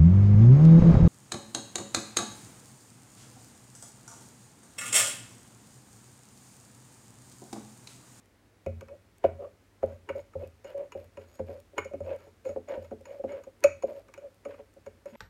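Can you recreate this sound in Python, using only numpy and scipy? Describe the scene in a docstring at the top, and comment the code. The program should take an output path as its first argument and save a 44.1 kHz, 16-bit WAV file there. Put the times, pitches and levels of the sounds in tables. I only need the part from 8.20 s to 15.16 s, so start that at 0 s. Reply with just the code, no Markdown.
"""Spoon stirring batter in a mug

A metal spoon stirs thick batter in a ceramic mug on a kitchen table, near a small microphone.
Clinks, hollow booms and table thuds are decaying sine waves and short puffs of noise.
Scrapes are dense clicks of friction sent through resonances; air pockets gulp and pop in the batter.
Filtered noise makes the room air and the short kitchen echo, and two sine waves make a faint hum."""
import sys
import numpy as np
from scipy import signal
from scipy.fft import rfft, irfft
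from scipy.io import wavfile
from scipy.ndimage import uniform_filter1d

SR = 44100
rng = np.random.default_rng(int(sys.argv[2]) if len(sys.argv) > 2 else 0)


def wav_record(signal):
    """Record a signal, one row per channel, as 16-bit PCM in the file named by sys.argv[1]."""
    frames = np.transpose(np.atleast_2d(signal))
    bounded = np.clip(frames, -1, 1)
    # unit amplitude maps onto the largest positive 16-bit level
    quanta = np.round(bounded * 32767).astype(np.int16)
    wavfile.write(sys.argv[1], SR, quanta)


N = 306931
TIME = np.arange(N) / SR  # seconds, whole scene
AGE = TIME[:SR // 2]  # seconds since a single event began

# Levels in event and resonance tables are starting points: the functions may trim or scale them.
# Spoon and batter shove the mug. Each row: start in seconds, pitch of the hollow at its swell in Hz,
# hollow level in dB, slap of batter and base in dB, table level in dB.
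MUG_SHOVES = [(0.4628, 550, -30, -38.5, -38.5), (0.485, 545, -36.5, -48, -71),
              (0.6181, 546, -43.5, -50.5, -51.5), (1.0433, 553.4, -16.5, -26, -41.5),
              (1.6312, 546, -21.5, -31, -44), (1.898, 553, -29.5, -41.5, -51),
              (1.951, 557, -32.5, -47.5, -70), (2.1531, 539, -31, -43, -43.5),
              (2.2264, 535, -33, -46, -51.5), (2.445, 556, -41.5, -51.5, -73),
              (2.545, 567, -32.5, -49, -70), (2.7509, 552, -34.5, -42, -54.5),
              (2.9737, 564, -39.5, -49, -55), (3.195, 535, -29.5, -39, -44), (3.287, 538, -40, -45.5, -71),
              (3.533, 562, -52, -57, -74), (3.578, 565, -37.5, -37.5, -51), (3.6523, 547, -36.5, -50, -67),
              (3.711, 584, -41, -56, -60), (3.7356, 560, -31, -41, -56), (3.804, 567, -32.5, -47, -47),
              (4.0672, 570, -56, -54.5, -68), (4.258, 529, -29.5, -44.5, -60.5),
              (4.2907, 569, -31, -45, -56), (4.361, 541.5, -29, -37, -63.5), (4.5714, 542, -35, -46, -50.5),
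              (4.715, 555, -35.5, -40, -54), (4.806, 544, -49, -59.5, -78.5),
              (4.9953, 556, -32.5, -51, -64.5), (5.04, 543.4, -28, -37, -61.5),
              (5.2681, 543, -40.5, -54.5, -74.5), (5.4423, 570, -10.5, -37, -51),
              (5.6353, 550, -22.5, -34, -66), (5.888, 547, -54.5, -62, -73.5),
              (5.976, 563, -41.5, -54.5, -68), (6.256, 566, -33, -44, -61), (6.3927, 575, -47, -50.5, -80),
              (6.564, 553, -50.5, -59, -72), (6.6654, 558, -38.5, -48, -61), (6.856, 561, -36, -55, -69)]
# Metal meets the wall. Each row: start in seconds, wall ring in dB, spoon ring in dB, contact tick in dB.
WALL_HITS = [(0.4617, -47.5, -65, -54.5), (0.6089, -50, -71, -49.5), (0.6831, -56, -86, -61),
             (1.0401, -34.5, -68.5, -63.5), (1.6269, -45, -68, -90), (1.889, -35.5, -59.5, -60),
             (2.1334, -54.5, -74, -73), (2.4431, -55.5, -61, -62), (2.7199, -46.5, -56.5, -53.5),
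             (2.9705, -49.5, -65.5, -65), (3.1908, -50, -65, -88), (3.58, -27.5, -40, -50),
             (3.646, -62, -57, -56), (3.734, -55, -80, -65), (3.802, -58, -67.5, -84),
             (4.251, -51, -66, -60.5), (4.289, -52.5, -57, -59), (4.357, -58.5, -85, -77),
             (4.484, -56, -57, -64), (4.6453, -57, -80, -62), (4.7085, -54, -69.5, -77),
             (4.8538, -49.5, -55.5, -62), (5.036, -56, -80, -76), (5.119, -52, -60, -73.5),
             (5.2358, -59, -64, -59.5), (5.4387, -26, -30.5, -27.5), (5.6231, -46, -51, -65),
             (5.8824, -57, -82, -66), (5.9385, -51.5, -69, -51.5), (5.976, -57, -62.5, -60),
             (6.250, -47, -58, -64.5), (6.3397, -53.5, -78, -69), (6.6621, -52, -64, -57),
             (6.8567, -54, -68, -60)]
# Tiny bubbles pop in the batter. Each row: start in seconds, level in dB.
BUBBLE_POPS = [(0.0572, -62), (0.9825, -56.5), (1.6609, -59.5), (2.2741, -56.5), (2.5786, -57),
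               (2.8434, -60), (3.1548, -58), (3.401, -54.5), (3.962, -57.5), (4.6279, -63), (4.8102, -61.5),
               (5.4051, -59), (5.7951, -61), (6.1442, -62), (6.5382, -61.5)]
# The spoon drags along the wall. Each row: start in seconds, time pressing in in seconds,
# time easing off in seconds, hollow in dB, rasp of the glaze in dB, spoon ring in dB.
WALL_DRAGS = [(0.675, 0.051, 0.051, -44, -71.5, -85), (1.182, 0.042, 0.072, -35, -62.5, -81.5),
              (1.66, 0.036, 0.083, -43, -63, -77), (1.95, 0.029, 0.042, -37, -60, -66),
              (2.168, 0.053, 0.067, -41.5, -62, -73), (2.439, 0.065, 0.049, -44.5, -54.5, -70),
              (2.554, 0.044, 0.071, -33, -57.5, -87), (2.765, 0.011, 0.1, -44.5, -63, -70.5),
              (2.99, 0.013, 0.076, -51.5, -61, -73), (3.07, 0.086, .03, -61.5, -77, -70.5),
              (3.259, 0.056, 0.1, -40, -61.5, -70), (3.829, 0.094, 0.053, -31, -52, -71),
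              (3.984, 0.013, 0.14, -57.5, -62, -71), (4.246, .02, 0.093, -39.5, -62, -66.5),
              (4.474, 0.033, 0.11, -31.5, -49, -71), (4.61, 0.018, 0.053, -44, -66, -71),
              (4.849, .06, 0.12, -42.5, -60.5, -72), (5.07, 0.063, 0.099, -36, -52.5, -74),
              (5.664, 0.032, 0.068, -37, -55, -67), (5.745, 0.031, 0.048, -41.5, -63, -70.5),
              (6.0, 0.051, 0.044, -43.5, -68.5, -82.5), (6.28, 0.017, 0.083, -43.5, -58, -71),
              (6.374, 0.023, 0.022, -51, -56, -84), (6.86, 0.027, 0.046, -50, -60, -70),
              (6.925, 0.031, .04, -50, -58, -82)]
# Big air pockets gulp as the spoon pulls free. Each row: start in seconds, pitch in Hz, level in dB.
AIR_GULPS = [(3.751, 273, -46), (4.377, 262, -48.5), (4.729, 255, -54.5), (5.047, 265.5, -43.5),
             (5.648, 235, -52), (6.265, 284, -51.5), (6.924, 228, -50)]

# Resonances. Each row: pitch in Hz, level in dB, time to fade by 60 dB in seconds.
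# The hand-held spoon, columns as above.
SPOON_MODES = [(4266, -21.5, 0.074), (4354, -6, 0.016), (5187, -13.5, 0.048), (6770, 1, 0.041),
               (6970, -12.5, 0.07), (9070, -14.5, 0.043), (9600, -23.5, 0.071), (12500, -21.5, .025)]
# The whole table, columns as above.
TABLE_MODES = [(56, -9, 0.16), (86.57, 0.5, 0.32), (104, -10, 0.19), (131, -4.5, .12), (167, -7.5, 0.13),
               (226, -9.5, 0.37)]
# Air pockets squeezed in the batter, columns as above.
PLOP_MODES = [(634, 1, 0.058), (795.5, -1.5, 0.023), (850, -1, 0.0065)]
# The batter-damped belly of the mug, columns as above.
BELLY_MODES = [(958, 3.5, 0.046), (1135, 2, 0.043), (1155, 0.5, 0.036), (1250, -1.5, 0.061),
               (1352, -2, 0.049), (1496, -3.5, 0.04), (1610, -4.5, 0.022), (1810, 6.5, 0.0069)]
# The mug's free rim, columns as above.
RIM_MODES = [(2025, -8.5, 0.035), (2177, -3.5, 0.054), (2229, 1, 0.031), (2384, -0.5, 0.031),
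             (2547, -2, 0.039), (2692, -11.5, 0.025), (2857, -6.5, 0.052)]

# Noise colours. Each row: frequency in Hz, relative level in dB per Hz.
# Steel grinding on glaze, columns as above.
RASP_COLOUR = [(150, -29), (260, 7), (420, 18.5), (700, -5), (850, 4.5), (980, 11), (1120, -13.5),
               (1400, 5), (1750, 0), (2250, -1.5), (2900, -6.5), (3500, -14.5), (7000, -28), (15000, -27.5)]
# A sharp contact, columns as above.
TICK_COLOUR = [(300, -34.5), (1200, 12.5), (2600, 2.5), (3500, -1), (4600, -1), (6000, 4), (9200, -4.5),
               (10400, -10), (12500, -3), (16000, -19.5)]
# The mug's base on the table top, columns as above.
THUD_COLOUR = [(100, -13), (180, -15.5), (226, -0.5), (290, -4.5), (360, 3), (430, 8.5), (520, -14),
               (700, -3.5), (1500, -53)]
# Batter dragged along the wall, columns as above.
SLOP_COLOUR = [(150, -27.5), (300, -6), (400, 5.5), (660, 0.5), (800, -16.5), (1100, -10.5), (2000, -53.5)]
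# A tiny bubble snapping open, columns as above.
SNAP_COLOUR = [(500, -25.5), (2000, -1.5), (4500, -3), (9000, 1), (10400, -7), (13000, -2.5), (16000, -8.5)]
# Still room air and microphone hiss, columns as above.
AIR_COLOUR = [(25, -24.5), (50, 7.5), (75, 2), (130, -4), (250, -1.5), (500, -5.5), (900, -12.5),
              (2000, -14.5), (3200, -20.5), (5000, -23), (9000, -26), (16000, -32.5)]

# Kitchen appliances hum. Each row: pitch in Hz, rms level in dB ahead of the microphone.
HUM_TONES = [(49, -79), (101, -69.5)]
# Strength of the kitchen's echo. Each row: frequency in Hz, level in dB.
ECHO_COLOUR = [(100, -1.5), (550, -18.5), (1000, -13), (2300, -8), (4000, -19.5), (7000, -14), (15000, -30)]
# Length of the kitchen's echo. Each row: frequency in Hz, time to fade by 60 dB in seconds.
ECHO_T60 = [(100, 0.63), (600, 0.23), (2300, 0.33), (7000, 0.34), (15000, 0.24)]


def undb(db):
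    """Turn decibels into a gain."""
    return 10 ** (np.asarray(db) / 20)


def unit(x):
    """Scale to an rms (average strength) of 1."""
    return x / np.sqrt(np.mean(x ** 2))


def crest(x, size):
    """Scale so that the loudest stretch of size samples has an rms of 1."""
    return x / np.sqrt(uniform_filter1d(x ** 2, size).max())


def add(out, s, x):
    """Mix x into out from time s on, or from the very start if s is negative."""
    i = max(int(s * SR), 0)
    out[i:i + len(x)] += x[:max(len(out) - i, 0)]


def read(points, hz):
    """Look up a value in a table of frequencies, spaced the way we hear pitch."""
    f, value = np.transpose(points)
    return np.interp(np.log(np.maximum(hz, 1)), np.log(f), value)


def through(x, response):
    """Pass x through something that answers a single click with response."""
    return signal.fftconvolve(x, response)[:len(x)]


def colour(x, points, size=2048):
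    """Filter x to the given spectrum, with no sound ahead of its cause (minimum phase)."""
    gain = undb(read(points, np.arange(size // 2 + 1) * SR / size))
    cepstrum = irfft(np.log(gain))
    # fold the second half onto the first, so the response starts at once
    cepstrum[1:size // 2] *= 2
    cepstrum[size // 2 + 1:] = 0
    return through(x, irfft(np.exp(rfft(cepstrum))))


def fade(t60):
    """Die away smoothly, by 60 dB in t60 seconds."""
    return np.exp(-np.log(1000) * AGE / t60)


def soft(rise_s):
    """Rise gradually, as a cushioned contact does."""
    return 1 - np.exp(-AGE / rise_s)


def burst(points, t60):
    """A short coloured puff of noise."""
    return colour(rng.standard_normal(len(AGE)) * fade(t60), points)


def ring(modes, scatter_db, detune):
    """Struck resonances; random mix and tuning stand for a changing point of contact."""
    out = np.zeros(len(AGE))
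    for k, (hz, db, t60) in enumerate(modes):
        level_chance, pitch_chance = rng.uniform(-1, 1, 2)
        tone = np.sin(2 * np.pi * hz * (1 + detune * pitch_chance) * AGE)
        out += (-1) ** k * undb(db + scatter_db * level_chance) * fade(t60) * tone
    return out


def walk(rate):
    """Slow random wander with a spread near 1."""
    size = int(SR / rate)
    steps = np.repeat(rng.standard_normal(N // size + 1), size)[:N]
    return unit(uniform_filter1d(steps, size))


def background():
    """Still room air and microphone hiss as filtered noise, plus a low hum of sine waves."""
    air = unit(colour(rng.standard_normal(N), AIR_COLOUR, size=8192))
    hum = sum(undb(db) * np.sqrt(2) * np.sin(2 * np.pi * hz * TIME) for hz, db in HUM_TONES)
    return undb(-64) * air + hum


def kitchen(x, gap_s=0.0017, build_s=0.011):
    """Diffuse echo off cupboards and tiles, in octave bands with their own decay."""
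    response = 0
    for hz in 88 * 2. ** np.arange(8):
        sos = signal.butter(3, [hz / np.sqrt(2), hz * np.sqrt(2)], "band", fs=SR, output="sos")
        build = 1 - np.exp(-np.maximum(AGE - gap_s, 0) / build_s)
        shape = fade(read(ECHO_T60, hz)) * build
        noise = signal.sosfilt(sos, rng.standard_normal(len(AGE)))
        response = response + noise * shape / np.sqrt(np.sum(shape ** 2))
    return through(colour(x, ECHO_COLOUR), response)


def pops(pop_db=-2, snap_t60=0.01):
    """Tiny air pockets snap open, each a very short puff of noise."""
    out = np.zeros(N)
    for s, db in BUBBLE_POPS:
        snap = burst(SNAP_COLOUR, t60=snap_t60) * soft(.0004)
        add(out, s, undb(db + pop_db) * crest(snap, size=88))
    return out


def gulps(ring_t60=0.17, rise_s=0.0039):
    """Each pocket of air rings briefly in the thick batter, as one fading sine wave."""
    out = np.zeros(N)
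    for s, hz, db in AIR_GULPS:
        gulp = fade(ring_t60) * soft(rise_s) * np.sin(2 * np.pi * hz * AGE)
        add(out, s, undb(db) * crest(gulp, size=350))
    return out


def slips(spread_db, rate):
    """Stick-slip friction: about rate clicks a second, of uneven size."""
    size_db = spread_db * np.minimum(rng.exponential(size=N), 3)
    clicks = (rng.random(N) < rate / SR) * rng.choice([-1, 1], N)
    return unit(clicks * undb(size_db))


def rubbed(force, modes, shift_db, rate):
    """Resonances under a travelling contact: each one swells and fades by itself."""
    out = 0
    for hz, db, t60 in modes:
        pole = np.exp((2j * np.pi * hz - np.log(1000) / t60) / SR)
        push = force * undb(shift_db * walk(rate))
        out = out + undb(db) * signal.lfilter([1], [1, -pole], push).imag
    return unit(out)


def drags(coating_db_per_s=40):
    """Each drag presses in and eases off; gives the strength of hollow, rasp and spoon ring over time."""
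    hollow, rasp, spoon = np.zeros((3, N))
    for s, press_s, ease_s, hollow_db, rasp_db, spoon_db in WALL_DRAGS:
        pressure = np.interp(AGE, [0, press_s, press_s + ease_s], [0, 1, 0])
        # batter gathers under the spoon and dulls the friction as a drag goes on
        bare = undb(-coating_db_per_s * (AGE - press_s))
        # each voice grows as its own power of the pressure
        add(hollow, s, undb(hollow_db) * pressure ** 0.92)
        add(rasp, s, undb(rasp_db) * pressure ** 0.8 * bare)
        add(spoon, s, undb(spoon_db) * pressure ** 0.41 * bare)
    return hollow, rasp, spoon


def scrapes(hollow_hz=556, hollow_t60=0.1, steady=0.46, waver=0.01575, slop_db=-16, rasp_db=0.5,
            wall_db=-5, spoon_db=-4, catch_db=3, fleck_db=6):
    """Friction feeds the hollow, rasps on the glaze and tickles the spoon; the torn batter slops and crackles."""
    hollow, rasp, spoon = drags()
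    drag, drift, chafe = (slips(spread_db=4, rate=1500) for _ in range(3))
    grit = slips(spread_db=3.5, rate=2000)
    tear = slips(spread_db=5.5, rate=600)

    # a complex signal holds the strength and phase of the hollow's swing
    swing = through(drag + 1j * drift, fade(hollow_t60) * soft(0.0014))
    # the steady drag of the hand evens out the swings of the resonance
    swing_power = uniform_filter1d(np.abs(swing) ** 2, size=900)
    swing = swing / (swing_power + 1e-6) ** (steady / 2)
    # the moving batter reshapes the hollow and bends its pitch
    cycles = np.cumsum(hollow_hz * (1 + waver * walk(rate=29))) / SR
    tone = unit(np.real(swing * np.exp(2j * np.pi * cycles)))
    slop = unit(colour(chafe, SLOP_COLOUR))

    grit = grit * undb(catch_db * walk(rate=200))
    wall = rubbed(grit, BELLY_MODES + RIM_MODES, shift_db=7.5, rate=14)
    glaze = unit(colour(grit, RASP_COLOUR)) + undb(wall_db) * wall

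    # the spoon sings mostly in flecks, where bare steel catches the glaze
    flecks = chafe * undb(fleck_db * np.minimum(walk(rate=45), 1))
    metal = rubbed(flecks, SPOON_MODES, shift_db=3, rate=10)
    crackle = unit(through(tear, burst(TICK_COLOUR, t60=0.0026)))

    return (hollow * (tone + undb(slop_db) * slop)
            + undb(rasp_db) * rasp * glaze
            + spoon * (undb(spoon_db) * metal + crackle))


def chatter(x, t60, rate, bounce_db):
    """A contact is one blow and a quick run of weakening ones as the spoon skids."""
    hits = rng.random(len(AGE)) < rate / SR
    blows = undb(bounce_db) * hits * rng.standard_normal(len(AGE)) * fade(t60)
    blows[0] = 1
    return through(x, blows)


def clinks(wall_db=1, tick_db=2, crunch_db=-5, rim_db=2.5, slide_db=-17, slide_t60=0.047,
           cushion_s=0.001, rim_per_tick=0.51, bare_tick_db=-54):
    """The spoon slides in and strikes: a tick, then spoon and wall ring while it grinds on."""
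    out = np.zeros(N)
    for s, wall, spoon, tick in WALL_HITS:
        # a tick under bare_tick_db means a coated spoon, which rings the rim less
        rim = rim_per_tick * min(tick - bare_tick_db, 0)
        # a light touch is cushioned by the film of batter, a hard one cuts through it
        onset = soft(cushion_s * undb(-.5 * (wall + 43.5)))
        belly = ring(BELLY_MODES, scatter_db=3, detune=.015)
        lip = ring(RIM_MODES, scatter_db=3, detune=.012)
        steel = ring(SPOON_MODES, scatter_db=3, detune=.002)

        mug = belly + undb(rim + rim_db) * lip
        body = crest(chatter(mug, t60=0.026, rate=2000, bounce_db=-6), size=176)
        crunch = crest(burst(RASP_COLOUR, t60=0.11), size=176)
        struck_wall = crest((body + undb(crunch_db) * crunch) * onset, size=176)
        struck_spoon = crest(chatter(steel, t60=0.037, rate=180, bounce_db=-10) * onset, size=176)
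        contact = crest(burst(TICK_COLOUR, t60=0.014) * onset, size=88)
        # played backwards, the puff grows louder as the spoon slides in
        slide = crest(burst(RASP_COLOUR, t60=slide_t60), size=176)[::-1]

        add(out, s - AGE[-1], undb(wall + slide_db) * slide)
        add(out, s, undb(wall + wall_db) * struck_wall)
        add(out, s, undb(spoon) * struck_spoon)
        add(out, s, undb(tick + tick_db) * contact)
    return out


def knocks(swell_s=0.0088, ring_t60=0.2, ring_db=-21, bend=0.046, bend_s=0.014, plop_db=-1, thud_db=2,
           table_db=1, plop_growth=0.59, plop_from_db=-41.5):
    """The batter cushions each shove, so the hollow swells and sags in pitch; base and table sound too."""
    out = np.zeros(N)
    swell = (AGE / swell_s * np.exp(1 - AGE / swell_s)) ** 2
    swell = swell + undb(ring_db) * soft(swell_s) * fade(ring_t60)
    # the pitch starts high, passes its table value at swell_s and sinks on
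    sag = 1 + bend * (np.exp(-AGE / bend_s) - np.exp(-swell_s / bend_s))
    for s, hz, hollow, slap, table in MUG_SHOVES:
        # a slap over plop_from_db squeezes air out: extra dB of plop per dB of slap
        plop = slap + plop_growth * max(slap - plop_from_db, 0)
        cycles = np.cumsum(hz * sag) / SR
        boom = swell * np.sin(2 * np.pi * cycles)
        squeezed_air = ring(PLOP_MODES, scatter_db=4.5, detune=0.048) * soft(0.00074)
        base = burst(THUD_COLOUR, t60=0.088) * soft(0.0031)
        table_top = ring(TABLE_MODES, scatter_db=1, detune=0.0047) * soft(.003)
        add(out, s, undb(hollow) * crest(boom, size=350))
        add(out, s, undb(plop + plop_db) * crest(squeezed_air, size=350))
        add(out, s, undb(slap + thud_db) * crest(base, size=350))
        add(out, s, undb(table + table_db) * crest(table_top, size=1100))
    return out


def scene():
    """The stirring, its echo and the quiet kitchen."""
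    mug = pops() + gulps() + scrapes() + clinks() + knocks()
    return (background() + kitchen(mug) + mug)[None]


def record(dry, low_hz=42, top_hz=15900):
    """The small microphone loses the deepest bass, and the top is cut."""
    thin = signal.sosfilt(signal.butter(3, low_hz, "high", fs=SR, output="sos"), dry)
    return signal.sosfilt(signal.ellip(8, .2, 70, top_hz, fs=SR, output="sos"), thin)


dry = scene()
out = record(dry)
wav_record(out)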